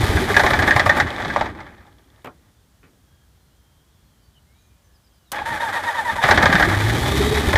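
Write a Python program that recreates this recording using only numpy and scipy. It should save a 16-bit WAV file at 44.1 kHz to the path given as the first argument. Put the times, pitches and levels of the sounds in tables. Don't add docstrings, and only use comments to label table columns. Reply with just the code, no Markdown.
import sys
import numpy as np
from scipy import signal
from scipy.fft import rfft, irfft
from scipy.io import wavfile
from scipy.ndimage import uniform_filter1d

SR = 44100
rng = np.random.default_rng(int(sys.argv[2]) if len(sys.argv) > 2 else 0)


def makeup_ratio(level_db):
    decades = np.asarray(level_db, float) / 20
    return 10 ** decades


def int16_out(signal):
    q = np.round(np.clip(np.atleast_2d(signal).T, -1, 1) * 32767)
    wavfile.write(sys.argv[1], SR, q.astype(np.int16))


N = 333837
TIME = np.arange(N) / SR

# (frequency [Hz], density [dB per Hz])
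RUMBLE_TONE = [(13, -38), (22, -14), (86, 3.5), (144, -5.5), (206, -4), (260, -3.5), (333, -1), (395, -6.5),
               (500, -8), (650, -24), (1100, -120)]
# (time [s], slam level [dB], ring [Hz], rebound delay [s], rebound level [dB])
SLAMS = [(.3651, -.5, 1600, 0.029, -2.5), (0.4347, -9, 1030, 0.028, -4), (0.5043, -9.5, 1520, 0.029, -6.5),
         (0.5892, -10.5, 1740, 0.033, -8.5), (0.6756, -6, 1800, .0314, -4.5),
         (.7618, -4.5, 1000, 0.033, -6.5), (0.8601, -4.5, 1080, 0.033, -3),
         (.968, -11.5, 1100, 0.031, -3.5), (6.2276, -14, 1990, 0.01, -9.5), (6.286, -7, 1710, 0.023, 0.5),
         (6.4258, -3, 2180, 0.0301, -3), (6.526, -6.5, 1800, 0.027, -6), (6.5973, -6.5, 1770, 0.027, -5),
         (7.03, -16.5, 1970, 0.028, -17.5), (7.4604, -25, 1620, 0.026, -16), (7.529, -7.5, 1880, 0.027, -6)]
# (time [s], slack in the drive [dB], gas flow [dB])
RUN_DOWN = [
    (0, -24, -33),
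    (.4, -24, -36),
    (.6, -19.5, -41.5),
    (.98, -22.5, -46.5),
    (1.05, -28, -51),
    (1.4, -26, -51.5),
    (1.53, -40.5, -73),
    (1.96, -58.5, -79),
    (2.5, -68, -80.5),
]
RUN_UP = [
    (6.224, -11, -44.5),
    (6.291, -16.5, -35.5),
    (6.415, -19, -42),
    (6.715, -21.5, -35),
    (6.951, -25, -33),
    (7.25, -22.5, -30),
    (7.57, -24, -35.5),
]


def level(x, db=0):
    return x * makeup_ratio(db) / np.sqrt(np.mean(x ** 2))


def noise():
    return rng.standard_normal(N)


def band(x, lo_hz, hi_hz, order=2):
    return signal.sosfilt(signal.butter(order, [lo_hz, hi_hz], "band", fs=SR, output="sos"), x)


def ring(x, hz, width):
    return signal.lfilter(*signal.iirpeak(hz, hz / width, fs=SR), x)


def colour(x, tone):
    hz, db = np.transpose(tone)
    grid_hz = np.arange(4097) * SR / 8192
    log_gain = np.interp(np.log(grid_hz + 1), np.log(hz), db) * np.log(10) / 20
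    ceps = irfft(log_gain)
    ceps[1:4096] *= 2
    ceps[4097:] = 0
    return signal.fftconvolve(x, irfft(np.exp(rfft(ceps))))[:N]


def walk(rate):
    k = int(SR / rate)
    steps = np.repeat(rng.standard_normal(N // k + 1), k)
    return 1.3 * uniform_filter1d(uniform_filter1d(steps, k), k)[:N]


def columns(table):
    s, *cols = np.transpose(table)
    gate = np.clip(np.minimum(TIME - s[0] + .01, s[-1] + .01 - TIME) / .02, 0, 1)
    return [np.interp(TIME, s, c) for c in cols], gate


def burst(s, t60, rise):
    start = int(s * SR)
    t = np.arange(min(int(t60 * SR), N - start)) / SR
    return slice(start, start + len(t)), (1 - np.exp(-t / rise)) * 1000 ** (-t / t60)


def chatter(rate, spread_db):
    hits = rng.random(N) < rate / SR
    size_db = spread_db * np.minimum(rng.exponential(size=N), 5)
    return hits * makeup_ratio(size_db) * np.sign(noise())


def case(x):
    # (frequency [Hz], width [Hz], level [dB])
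    case_modes = [(625, 100, -1), (831, 150, 3), (1180, 55, -1.5), (1605, 120, -4.5), (1770, 28, -5),
                  (1930, 20, -1.5), (3240, 156.2, -20)]
    # (frequency [Hz], density [dB per Hz])
    case_tone = [(260, -22), (450, -12.5), (709, -8.5), (809, -5), (1020, -6), (1190, -2.5), (1370, -2.5),
                 (1760, 7.5), (2130, -1), (2700, -15.5), (3610, -12), (4710, -23.5), (6990, -36.5),
                 (11400, -38), (15000, -43.5)]
    modes = level(sum(makeup_ratio(db) * ring(x, hz, width) for hz, width, db in case_modes))
    rung = level(colour(x, case_tone)) + makeup_ratio(-7) * modes
    bands_hz = (450, 1300), (1300, 2700), (2800, 15500)
    return [level(band(rung, lo, hi, order=3)) for lo, hi in bands_hz]


def yard(x):
    t = np.arange(int(.25 * SR)) / SR
    tail = rng.standard_normal(len(t)) * 1000 ** (-t / 0.066) * (t > .006)
    tail = tail / np.sqrt(np.sum(tail ** 2))
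    return signal.fftconvolve(band(x, 80, 5000), tail)[:N]


def air():
    # (frequency [Hz], density [dB per Hz])
    air_tone = [(13, -57), (22, -32.5), (40, -11.5), (61, -1), (87, -6), (117, -9), (371, -23), (403, -24),
                (1680, -29), (2600, -35.5), (3240, -30.5), (3620, -32.5), (15500, -39)]
    floor = level(colour(noise(), air_tone), -56.5)
    swell = makeup_ratio(0.69 * walk(2.6))
    return floor + (swell - 1) * band(floor, 25, 400)


def birds():
    # (time [s], length [s], first pitch [Hz], last pitch [Hz], level [dB])
    whistles = [(3.03, .24, 3290, 3230, -72.5), (3.5, .06, 2750, 3200, -73.5),
                (3.55, 0.3, 3240, 3150, -73.5), (3.8, 0.34, 3340, 3400, -76), (4.08, .26, 3210, 3000, -73),
                (4.46, 0.14, 2050, 2400, -70.5), (4.58, .22, 2414, 2450, -74.5),
                (4.82, .2, 1734, 1680, -75.5), (5.09, 0.19, 3350, 2780, -73.5),
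                (4.52, .16, 3790, 3900, -75), (3.38, .2, 4200, 4100, -78.5)]
    # (time [s], length [s], first pitch [Hz], last pitch [Hz], level [dB])
    chirps = [(2.449, 0.23, 3600, 3505, -75), (3.899, .12, 3800, 3300, -72.5), (4.0, 0.21, 4200, 4300, -75),
              (4.197, 0.13, 4900, 4390, -68.5), (4.34, 0.064, 3100, 2900, -61.5),
              (3.051, .25, 1610, 1670, -71), (4.518, 0.13, 3800, 3880, -72),
              (4.563, 0.15, 6900, 6080, -71.5), (4.82, .08, 6500, 5800, -69.5),
              (4.92, .07, 5500, 4610, -67), (5.03, .07, 5300, 4510, -67), (5.129, .07, 5200, 4500, -68),
              (5.25, 0.059, 4100, 3470, -63)]
    out = np.zeros(N)
    clear = whistles, 1 + .008 * walk(80), makeup_ratio(2 + 2 * walk(45)), .4
    burry = chirps, 1 + .024 * walk(400), makeup_ratio(3.5 * walk(150)), 1
    for song, trill, flutter, swell in (clear, burry):
        for s, length, first_hz, last_hz, db in song:
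            part = np.arange(int(length * SR)) / (length * SR)
            at = slice(int(s * SR), int(s * SR) + len(part))
            hz = (first_hz + (last_hz - first_hz) * part) * trill[at]
            phase = 2 * np.pi * np.cumsum(hz) / SR
            out[at] += makeup_ratio(db) * flutter[at] * np.sin(np.pi * part) ** swell * np.sin(phase)
    return out


def pump():
    start_s, period_s, loaded_s = 1.1037, .0587, .24
    loaded_db, fade_db_per_s, idle_db = -32, 90, -58
    out, hiss = np.zeros(N), noise()
    housing = ring(ring(hiss, 3500, 800), 3500, 800)
    hiss = level(band(hiss, 2800, 5600)) + 2.5 * level(housing)
    for k, vary in enumerate(rng.standard_normal(20)):
        since_s = k * period_s
        at, shape = burst(start_s + since_s, 0.014, 0.00098)
        fading_db = loaded_db - fade_db_per_s * max(since_s - loaded_s, 0)
        out[at] += makeup_ratio(max(fading_db, idle_db) + 2 * vary) * shape * hiss[at]
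    return out


def knocks():
    # ((thump [dB], body [dB], edge [dB], t60 [s]), blows of (time [s], peak [dB]))
    struck = [
        ((-5, 1.5, -10, 0.1), [(2.2445, -29.5), (2.257, -34), (2.269, -35)]),
        ((-4.5, -8.5, -18.5, 0.3), [(2.829, -42.5)]),
        ((-18, 1, 13, 0.15), [(5.3172, -26.5)]),
        ((-25, 0, -25, .09), [(5.383, -19)]),
    ]
    hits, out = chatter(4100, 0.8), np.zeros(N)
    edges = (100, 450, 1300, 2700, 15000)
    parts = [level(band(hits, lo, hi, order=3)) for lo, hi in zip(edges, edges[1:])]
    lasting = 2.0, 1.34, 0.66, 0.27
    for (thump_db, body_db, edge_db, t60), blows in struck:
        for s, db in blows:
            for part, gain_db, last in zip(parts, (thump_db, body_db, 0, edge_db), lasting):
                at, shape = burst(s, np.clip(t60, .02, .3) * last, 0.0011)
                blow = shape * part[at]
                out[at] += makeup_ratio(db + gain_db) * blow / np.abs(blow).max()
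    return out


def starter():
    # (time [s], whine level [dB], gear mesh after release [Hz])
    strokes = [
        (5.324, -20.5, 950),
        (5.451, -17.5, 990),
        (5.596, -15.5, 990),
        (5.722, -18, 1010),
        (5.823, -16, 1010),
        (5.941, -15.5, 1000),
        (6.043, -16, 990),
        (6.154, -17.5, 1030),
    ]
    # (multiple of mesh rate, level [dB])
    whine_orders = [(1, -7), (2, -9), (4, -23)]
    # (frequency [Hz], width [Hz], level [dB])
    housing = [(915, 140, 5), (1790, 260, 3), (3520, 300, 2)]
    end_s, loaded_hz, spin_up_s = 6.24, 766, 0.097
    s, whine_db, free_hz = np.transpose(strokes)
    sluggish = np.exp(-(s - s[0]) / spin_up_s)
    edges = np.append(s, end_s)
    turn = np.interp(TIME, edges, np.arange(len(edges)))
    k, part = np.minimum(turn.astype(int), len(s) - 1), turn % 1
    on = (TIME > s[0]) & (TIME < end_s)
    drive = on * (makeup_ratio(-5) + np.clip(part / .08, 0, 1) * np.clip((1 - part) / .25, 0, 1))
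    race = (1 - np.exp(-part / (0.0204 + .4 * sluggish[k]))) * (1 - part ** 1.3)
    hz = uniform_filter1d(loaded_hz + (free_hz[k] - loaded_hz) * race, size=200)
    phase = 2 * np.pi * np.cumsum(hz * (1 + .022 * walk(130))) / SR
    teeth = sum(makeup_ratio(db + 4 * walk(110)) * np.sin(m * phase) for m, db in whine_orders)
    whine = makeup_ratio(-19) * teeth + sum(makeup_ratio(db) * ring(teeth, f, w) for f, w, db in housing)
    body, clang, edge = case(chatter(3000, 1.2))
    grind_db = uniform_filter1d(whine_db[k] - 7.5, size=600) + 2.07 * walk(60)
    grind = makeup_ratio(grind_db) * (makeup_ratio(-10.0) * body + makeup_ratio(-6.0) * clang + makeup_ratio(-16) * edge)
    sparks = level(band(chatter(8000, 1.5), 4500, 11500, order=2))
    brushes = (k > 0) * makeup_ratio(-51 + 1.5 * walk(50)) * sparks
    load_db = 6.5 * np.exp(-((part - .52) / .12) ** 2)
    mount = makeup_ratio(-41.5 + 2.7 * walk(27)) * level(colour(band(noise(), 22, 360), RUMBLE_TONE))
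    return drive * (makeup_ratio(whine_db[k] - 11.0 + load_db) * whine + grind + brushes) + on * mount


def running(throb):
    valve_db, shake_db, push_db = -16.5, -29, 3
    shake_slope, full_slack_db = .9, -22.5
    airframe_lag_s = 0.0695
    body, clang, edge = case(chatter(2500, 0.23))
    valves = level(band(edge, 2000, 7500, order=1))
    intake = level(band(edge, 5200, 17000, order=1))
    rumble = level(colour(band(noise(), 25, 400), RUMBLE_TONE))
    coasting = np.clip(TIME - 1.2, 0, .6) * (TIME < 3)
    wobble_db = (1.8 + 3 * coasting) * walk(45) + 1.5 * throb
    flutter_db = .4 * wobble_db + .8 * walk(60)
    keep = np.exp(-1 / (airframe_lag_s * SR))
    out = 0
    for table in (RUN_DOWN, RUN_UP):
        (rattle_db, hiss_db), gate = columns(table)
        slack_shake = makeup_ratio(shake_db + shake_slope * (rattle_db - full_slack_db))
        shake = gate * (slack_shake + makeup_ratio(hiss_db + push_db))
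        shake = signal.lfilter([1 - keep], [1, -keep], shake, zi=[shake[0]])[0]
        rattle = makeup_ratio(rattle_db + wobble_db) * (makeup_ratio(-4.5) * body + makeup_ratio(-3.5) * clang)
        hiss = makeup_ratio(flutter_db) * (makeup_ratio(rattle_db + valve_db) * valves + makeup_ratio(hiss_db) * intake)
        out = out + gate * (rattle + hiss + shake * makeup_ratio(1.6 * walk(12)) * rumble)
    return out


def puffs():
    lead_s, t60_s = 0.0075, .16
    out, hiss = np.zeros(N), level(band(noise(), 5500, 13000, order=1))
    for s, db, *_ in SLAMS:
        at, shape = burst(s - lead_s, t60_s, .008)
        out[at] += makeup_ratio(-32 + 0.13 * db) * shape * hiss[at]
    return out


def firing():
    # (time [s], firing rate [Hz], load level [dB])
    steady = [
        (6.66, 48.7, -37),
        (6.774, 49.5, -23.5),
        (7.066, 63.96, -25),
        (7.202, 68.2, -24),
        (7.272, 70.9, -23.5),
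        (7.46, 69.3, -30),
    ]
    # (frequency [Hz], gain [dB])
    exhaust = [(49, -13), (64, 0), (100, 2), (128, 0), (140, -12), (330, -22), (395, -5), (425, -10)]
    (hz, load_db), gate = columns(steady)
    pipe_hz, pipe_db = np.transpose(exhaust)
    first_db, second_db, sixth_db = (load_db + np.interp(m * hz, pipe_hz, pipe_db) for m in (1, 2, 6))
    phase = 2 * np.pi * np.cumsum(hz) / SR
    throb = np.cos(phase / 2)
    lines = makeup_ratio(first_db + 1.2 * walk(25) + 0.91 * throb) * np.sin(phase)
    lines += makeup_ratio(second_db + 2.0 * walk(25) + 2.6 * throb) * np.sin(2 * phase)
    uneven_db = 4 * walk(35) + 6 * np.cos(phase / 4)
    pipe = makeup_ratio(sixth_db + uneven_db) * np.sin(6 * phase + 1.2 * walk(40))
    lines += makeup_ratio(4) * ring(pipe, 420, 90)
    lines += makeup_ratio(first_db - 14 + 4 * throb + 3 * walk(150)) * np.sin(54 * phase + 1.3 * walk(150))
    return np.sqrt(2) * gate * lines, gate * throb


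def thuds():
    # (time [s], peak [dB], pitch [Hz])
    lone_firings = [(.004, -12, 111), (.038, -7, 86.5), (.098, -8.5, 80.5), (.154, -8.5, 81),
                    (0.217, -17.5, 70), (0.297, -19, 88.8), (.369, -16, 81.5), (.442, -20, 45.8),
                    (.518, -19, 96.9), (.6, -14.5, 94.2), (0.682, -22, 91.5), (.762, -11, 114),
                    (0.867, -16.5, 99.6), (.967, -27, 94.2), (1.057, -23, 101), (1.269, -27, 150),
                    (1.429, -25.5, 64.6), (6.243, -18, 134), (6.305, -15, 83), (6.381, -18, 102),
                    (6.439, -14, 176), (6.497, -11, 178), (6.548, -9, 182), (6.67, -14, 99),
                    (7.48, -8.5, 74.5), (7.553, -7.5, 80.2)]
    bark_per_flow_db, full_flow_db = 1.2, -30
    late_burn = .6
    out = np.zeros(N)
    times, _, flow_db = np.transpose([*RUN_DOWN, *RUN_UP])
    for s, db, hz in lone_firings:
        flow_bark_db = bark_per_flow_db * (np.interp(s, times, flow_db) - full_flow_db)
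        bark_db = -10 + flow_bark_db - late_burn * (db + 13)
        s = max(s - .005, 0)
        at, shape = burst(s, 0.08, 0.0041)
        out[at] += makeup_ratio(db + 4.5) * shape * np.sin(2 * np.pi * hz * (TIME[at] - s))
        at, shape = burst(s + 0.00802, 0.1, 0.0021)
        bark_hz = 385 * (1 + 0.054 * rng.standard_normal())
        out[at] += makeup_ratio(bark_db) * shape * np.sin(2 * np.pi * bark_hz * (TIME[at] - s))
    return out


def clacks():
    # (time [s], peak [dB], ring [Hz])
    taps = [(0.0242, -22.5, 830), (0.132, -18.5, 1690), (.17, -11.5, 1560), (.2354, -22, 1770),
            (.2633, -31, 1660), (0.299, -15, 1660), (.342, -9.5, 1750), (1.069, -22.5, 1770),
            (1.1608, -26, 1930), (1.1987, -25, 770), (1.224, -23.5, 1710), (1.2475, -16.5, 1180),
            (1.3002, -18, 1710), (1.36, -10.5, 870), (1.4089, -13.5, 840), (1.458, -23, 794),
            (1.5484, -34, 799), (1.603, -27, 1170), (1.665, -39, 990), (1.7786, -46.5, 1810),
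            (1.8487, -47.5, 700), (1.872, -46.5, 890), (6.3745, -3, 1830), (6.4984, -18, 1690),
            (6.648, -16, 1710), (6.6947, -12, 2040), (6.7401, -15.5, 1800), (6.809, -14.5, 1770),
            (6.86, -18, 1840), (6.8962, -12.5, 1590)]
    # (hollow body [dB], bright edge [dB])
    slam_tone = (-4.5, -14.5)
    # (hollow body [dB], bright edge [dB], ring [Hz])
    rebound_tone = (-6.5, -14, 1780)
    clang_hz = 1750
    tap_body_db, tap_edge_db = -7.5, -15
    hollow_db = 7
    first_contact_db = 6
    envelope, rings = np.zeros((3, N)), np.zeros(N)
    hits = chatter(7000, 0.77)
    blows = []
    for s, db, hz, _, _ in SLAMS:
        blows.append((s, db, slam_tone[0] + 4 * np.log2(clang_hz / hz), slam_tone[1], hz))
    for s, _, _, lag, db in SLAMS:
        blows.append((s + lag, db, *rebound_tone))
    for s, db, hz in taps:
        blows.append((s, db, tap_body_db + hollow_db * np.log2(clang_hz / hz), tap_edge_db, hz))
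    hits[[int((blow[0] + .001) * SR) for blow in blows]] = makeup_ratio(first_contact_db)
    for (s, db, body_db, edge_db, hz), vary in zip(blows, rng.standard_normal((len(blows), 3))):
        hz = hz * (1 + .04 * vary[0])
        body_db, edge_db = body_db + 2 * vary[1], edge_db + 2 * vary[2]
        shapes = (body_db, .08, .003), (-1.5, .06, .0025), (edge_db + 0.5, .055, .0007)
        for part, (gain_db, t60, rise) in enumerate(shapes):
            at, shape = burst(s, t60, rise)
            envelope[part, at] += makeup_ratio(db + gain_db) * shape
        at, shape = burst(s, .07, .003)
        rings[at] += makeup_ratio(db - 7.5) * shape * level(ring(hits[at], hz, 110))
    body, clang, edge = case(hits)
    edge = level(band(edge, 2000, 7000, order=2))
    return np.sum(envelope * (body, clang, edge), axis=0) + rings


def scene():
    lines, throb = firing()
    blows = clacks() + thuds() + knocks() + pump() + puffs()
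    engine = blows + makeup_ratio(-11.5) * yard(blows) + lines + running(throb) + starter()
    engine = engine - 0.76 * ring(engine, 2760, 210)
    return (engine + birds() + air())[None]


def low_pass(x):
    return signal.sosfilt(signal.butter(12, 16520, fs=SR, output="sos"), x)


def record(dry):
    top = signal.ellip(8, .2, 60, 15330, fs=SR, output="sos")
    mix = signal.sosfilt(top, np.clip(dry, -1, 1))
    return low_pass(mix)


dry = scene()
out = record(dry)
int16_out(out)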